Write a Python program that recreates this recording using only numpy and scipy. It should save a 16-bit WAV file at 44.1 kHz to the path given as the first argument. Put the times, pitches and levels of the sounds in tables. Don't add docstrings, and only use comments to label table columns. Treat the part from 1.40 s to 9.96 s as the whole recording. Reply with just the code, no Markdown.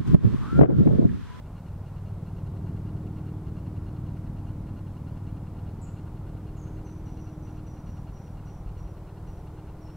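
import sys
import numpy as np
from scipy import signal
from scipy.fft import rfft, irfft
from scipy.io import wavfile
from scipy.ndimage import uniform_filter1d

SR = 44100
rng = np.random.default_rng(int(sys.argv[2]) if len(sys.argv) > 2 else 0)


def put_to_file(sound):
    columns = np.atleast_2d(sound).T
    safe = np.clip(columns, -1, 1)
    whole_steps = np.round(safe * 32767)
    wavfile.write(sys.argv[1], SR, whole_steps.astype(np.int16))


N = 377496
TIME = np.arange(N) / SR


def gain_of(db):
    return 10 ** (np.asarray(db) / 20)


def unit_rms(x):
    return x / np.sqrt(np.mean(x ** 2) + 1e-20)


def at_frequency(points, hz):
    f, value = np.transpose(points)
    return np.interp(np.log(hz + 1), np.log(f + 1), value)


def over_time(points):
    return np.interp(TIME, *np.transpose(points))


def add(mix, start_s, sound):
    part = mix[max(round(start_s * SR), 0):][:len(sound)]
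    part += sound[:len(part)]


def filtered(x, response):
    return irfft(rfft(x) * response(np.fft.rfftfreq(N, 1 / SR)), N)


def noise(spectrum):
    return unit_rms(filtered(rng.standard_normal(N), lambda f: gain_of(at_frequency(spectrum, f))))


def drift(cutoff_hz):
    return unit_rms(filtered(rng.standard_normal(N), lambda f: np.exp(-(f / cutoff_hz) ** 2)))


# (time [s], cycle rate [Hz])
CYCLE_RATE = [(0.0, 9.649), (0.5, 9.605), (1.2, 9.658), (2.5, 9.682), (3.5, 9.73), (4.5, 9.77),
              (5.7, 9.729), (7.3, 9.721), (8.56, 9.689)]
# (time [s], gain [dB])
LOW_MID_GAIN = [(0, -5.5), (.7, -5.5), (1.6, -1.5), (3.2, -0.5), (3.9, 0.5), (4.6, -1.5), (6.6, 0),
                (7.6, -7.5), (8.56, -7)]
# (time [s], gain [dB])
UPPER_MID_GAIN = [(0, -9), (.7, -4), (1.4, 1.5), (2.2, -0.5), (3.8, -4), (5.4, 4), (6.5, -1.5), (8, 7.5),
                  (8.56, 4)]


def engine(level_db=-33.5, peak_s=1.2, rise_db_per_s=5, fade_db_per_s=1.24, note_db=-1, roar_db=-7):
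    cycles = np.cumsum(over_time(CYCLE_RATE)) / SR
    exhaust = gain_of(note_db) * exhaust_note(cycles) + gain_of(roar_db) * exhaust_roar(cycles)
    bass = filtered(exhaust, lambda hz: 1 / (1 + (hz / 200) ** 20))
    below_upper = filtered(exhaust, lambda hz: 1 / (1 + (hz / 320) ** 20))
    low_mids = gain_of(over_time(LOW_MID_GAIN)) * (below_upper - bass)
    upper_mids = gain_of(over_time(UPPER_MID_GAIN)) * (exhaust - below_upper)
    swell_db = np.minimum(rise_db_per_s * (TIME - peak_s), fade_db_per_s * (peak_s - TIME))
    return gain_of(level_db + swell_db) * (bass + low_mids + upper_mids) + machine_hums(cycles, swell_db)


PULSES = [(.262, .4), (.482, 1.0), (.762, .6), (.986, .9)]
# (order [multiple of the cycle rate], relative level [dB])
HARMONICS = [(4, -24), (6, -21), (8, -4), (10, 3), (12, -8.5), (14, -0.5), (16, -4.5), (18, -2.5),
             (20, -24), (22, -10), (24, -21), (26, -12.5), (28, -16.5), (30, -17), (34, -32), (36, -19.5),
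             (38, -23), (40, -18.5), (42, -23)]


def exhaust_note(cycles, dispersion_rad=.00812):
    place, strength = np.transpose(PULSES)
    note = np.zeros(N)
    for order, db in HARMONICS:
        phase = np.angle(np.sum(strength * np.exp(-2j * np.pi * order * place)))
        phase -= dispersion_rad * (order - 10) ** 2
        waver = 1 + .12 * drift(3)
        note -= gain_of(db) * waver * np.cos(2 * np.pi * order * cycles + phase)
    return unit_rms(note)


# (frequency [Hz], relative density [dB])
ROAR_SPECTRUM = [(40, -27), (70, -1.5), (110, 2.5), (165, -2), (205, -3.5), (280, -9), (380, -16.5),
                 (460, -16.5), (560, -25), (800, -61.5)]


def exhaust_roar(cycles, throb_depth=.22):
    puffs = sum(strength * np.exp(14 * (np.cos(2 * np.pi * (cycles - place)) - 1))
                for place, strength in PULSES)
    return unit_rms(noise(ROAR_SPECTRUM) * (1 + throb_depth * unit_rms(puffs)))


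# (low, high) [multiples of about 9.7 Hz]
HUM_PITCHES = (11, 32)
# (time [s], level [dB])
HIGH_HUM_LEVEL = [(0, -70), (.6, -67), (1.6, -48.5), (3.2, -51.5), (4.2, -55.5), (6, -50), (6.7, -57.5),
                  (7.4, -59.5), (8.56, -52.5)]


def machine_hums(cycles, swell_db, low_db=-45, steepness=1.7):
    levels_db = low_db + steepness * swell_db, over_time(HIGH_HUM_LEVEL)
    hums = sum(gain_of(db) * np.sqrt(2) * np.sin(2 * np.pi * pitch * cycles)
               for pitch, db in zip(HUM_PITCHES, levels_db))
    return hums * (1 + .14 * drift(3.9))


# (frequency [Hz], relative density [dB])
WASH_SPECTRUM = [(100, 0), (400, -0.5), (550, -0.5), (750, -1), (980, -3), (1250, -9.5), (1400, -10),
                 (1650, -17), (2100, -20), (3200, -27), (4500, -31.5), (7000, -37.5), (11000, -44)]


def river(level_db=-52.5, patch_db=.5):
    frames, hz = N // 256 + 5, np.fft.rfftfreq(1024, 1 / SR)
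    real, imaginary, patches = rng.standard_normal((3, frames, len(hz)))
    patches = uniform_filter1d(patches, size=14, axis=0)
    patches = unit_rms(uniform_filter1d(patches, size=9, axis=1))
    spectra = (real + 1j * imaginary) * gain_of(at_frequency(WASH_SPECTRUM, hz) + patch_db * patches)
    wash = signal.istft(spectra.T, nperseg=1024, noverlap=768)[1][:N]
    return gain_of(level_db) * unit_rms(wash)


# (frequency [Hz], relative density [dB])
EDDY_SPECTRUM = [(4, -10), (15, -11), (28, -7), (42, 0.5), (56, -4), (72, -5), (110, -23.5), (250, -70)]
# (centre time [s], half length [s], level change [dB])
GUSTS_AND_LULLS = [(1.2, .2, -1), (3.6, 0.25, 1.5), (5.25, .25, 2), (7.34, 0.12, 5.5), (7.66, .12, -4.5),
                   (7.92, 0.062, 6.5)]


def air_rumble(level_db=-43, side_db=-34):
    side = gain_of(side_db) * noise(EDDY_SPECTRUM)
    gusts_db = sum(db * np.exp(-((TIME - centre) / half) ** 2) for centre, half, db in GUSTS_AND_LULLS)
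    return gain_of(level_db + gusts_db) * (noise(EDDY_SPECTRUM) + np.array([side, -side]))


# (time [s], length [s], start pitch [Hz], end pitch [Hz], source level [dB], warble depth [Hz])
BIRD_NOTES = [(4.411, .045, 8000, 7430, -61.5, 70), (4.411, .052, 7250, 6720, -63.2, 35),
              (5.167, .04, 6800, 6400, -66.2, 300), (5.212, .032, 6500, 6230, -66, 130),
              (5.446, .048, 6220, 5780, -67, 140), (5.651, .046, 5920, 5730, -68.6, 80),
              (5.792, .048, 6020, 5660, -68, 80), (6.021, .052, 6000, 5790, -69.5, 75),
              (6.26, .064, 5920, 5720, -68.8, 60), (6.457, .057, 5870, 5660, -69.5, 85),
              (6.726, .064, 5830, 5680, -68.6, 55), (7.051, .06, 5990, 5600, -69.7, 140),
              (7.377, .042, 5830, 5650, -69.7, 25), (7.868, .056, 5900, 5620, -72.3, 20),
              (8.408, .074, 5740, 5310, -69.4, 60)]


def bird(warble_hz=90, glide_exponent=.836):
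    song, tremor = np.zeros(N), drift(220)
    for start_s, length_s, start_hz, end_hz, db, depth_hz in BIRD_NOTES:
        t = np.arange(int(length_s * SR)) / SR
        jitter = tremor[int(start_s * SR):][:len(t)]
        warble = np.sin(2 * np.pi * (warble_hz * t + rng.random())) + .6 * jitter
        hz = start_hz + (end_hz - start_hz) * (t / length_s) ** glide_exponent + depth_hz * warble
        envelope = (1 + .3 * jitter) * signal.windows.tukey(len(t), .25)
        whistle = envelope * np.sin(2 * np.pi * np.cumsum(hz) / SR)
        add(song, start_s, gain_of(db) * unit_rms(whistle))
    return song


def tree_echoes(sound, t60_s=.58, high_t60_s=.32, build_s=.015, echoes_per_s=900):
    t = np.arange(SR * 3 // 4) / SR
    taps = rng.standard_normal((3, len(t))) * (rng.random((3, len(t))) < echoes_per_s / SR)
    echoes = (taps[0] + .3 * taps[1:]) * (1 - np.exp(-t / build_s))
    hz, delay_s, spectra = signal.stft(echoes, SR, nperseg=256)
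    band_t60_s = at_frequency([(6000, t60_s), (7500, high_t60_s)], hz)[:, None]
    tail = signal.istft(spectra * gain_of(-60 * delay_s / band_t60_s), SR, nperseg=256)[1]
    return signal.fftconvolve(sound[None], tail / np.linalg.norm(tail[0]), axes=1)[:, :N]


LONG, SHORT = (2, 2, 1, 1, 2, 1, 2, 1, 1, 2, 2), (2, 2, 2)
# (start time [s], strokes in each step [count])
FOCUS_SEARCHES = [(-.743, LONG), (.459, SHORT), (.861, LONG), (2.061, LONG), (3.264, LONG), (4.465, LONG),
                  (5.666, SHORT), (6.066, LONG), (7.267, LONG), (8.469, LONG)]
# (frequency [Hz], width [Hz], relative level [dB])
WHINE_PARTIALS = [(1400, 110, 3.5), (2800, 100, 0), (4205, 100, -6)]


def lens_motor(level_db=-65.3, rasp_db=-4, step_s=.1001, stroke_s=.0185):
    gate = np.zeros(N)
    for start_s, search in FOCUS_SEARCHES:
        for step, strokes in enumerate(search):
            onset_s = start_s + step * step_s
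            if onset_s >= 0:
                t = np.arange(int(strokes * stroke_s * SR)) / SR
                arches = abs(np.sin(np.pi * t / stroke_s)) ** .3
                add(gate, onset_s, signal.windows.tukey(len(t), .1) * arches)
    whine = sum(gain_of(db) * np.sin(2 * np.pi * np.cumsum(hz + width / 2 * drift(300)) / SR)
                for hz, width, db in WHINE_PARTIALS)
    grit = 1 + .55 * np.sin(2 * np.pi * np.cumsum(150 + 35 * drift(40)) / SR)
    rasp = noise([(600, -32), (1500, 5.5), (3000, -2), (4800, -11), (8000, -18), (14000, -34)])
    return gain_of(level_db) * gate * (unit_rms(whine * grit) + gain_of(rasp_db) * rasp)


# (frequency [Hz], relative density [dB])
HISS_SPECTRUM = [(100, 1), (700, -12), (1500, -2.5), (3000, 10), (6000, 8.5), (10000, 8), (16000, 6)]


def microphone_hiss(level_db=-70, whistle_db=-94, whistle_hz=7855):
    whistle = np.sqrt(2) * np.sin(2 * np.pi * np.cumsum(whistle_hz + 20 * drift(18)) / SR)
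    hiss = np.array([noise(HISS_SPECTRUM), noise(HISS_SPECTRUM)])
    return gain_of(level_db) * hiss + gain_of(whistle_db) * whistle


def scene(direct_db=-2.3, echo_db=-2.8):
    song = bird()
    mix = river() + engine() + air_rumble() + microphone_hiss() + lens_motor()
    return mix + gain_of(direct_db) * song + gain_of(echo_db) * tree_echoes(song)


def record(dry):
    low_pass = signal.firwin(767, cutoff=15750, window=("kaiser", 9), fs=SR)
    return signal.oaconvolve(dry, low_pass[None], "same")


dry = scene()
out = record(dry)
put_to_file(out)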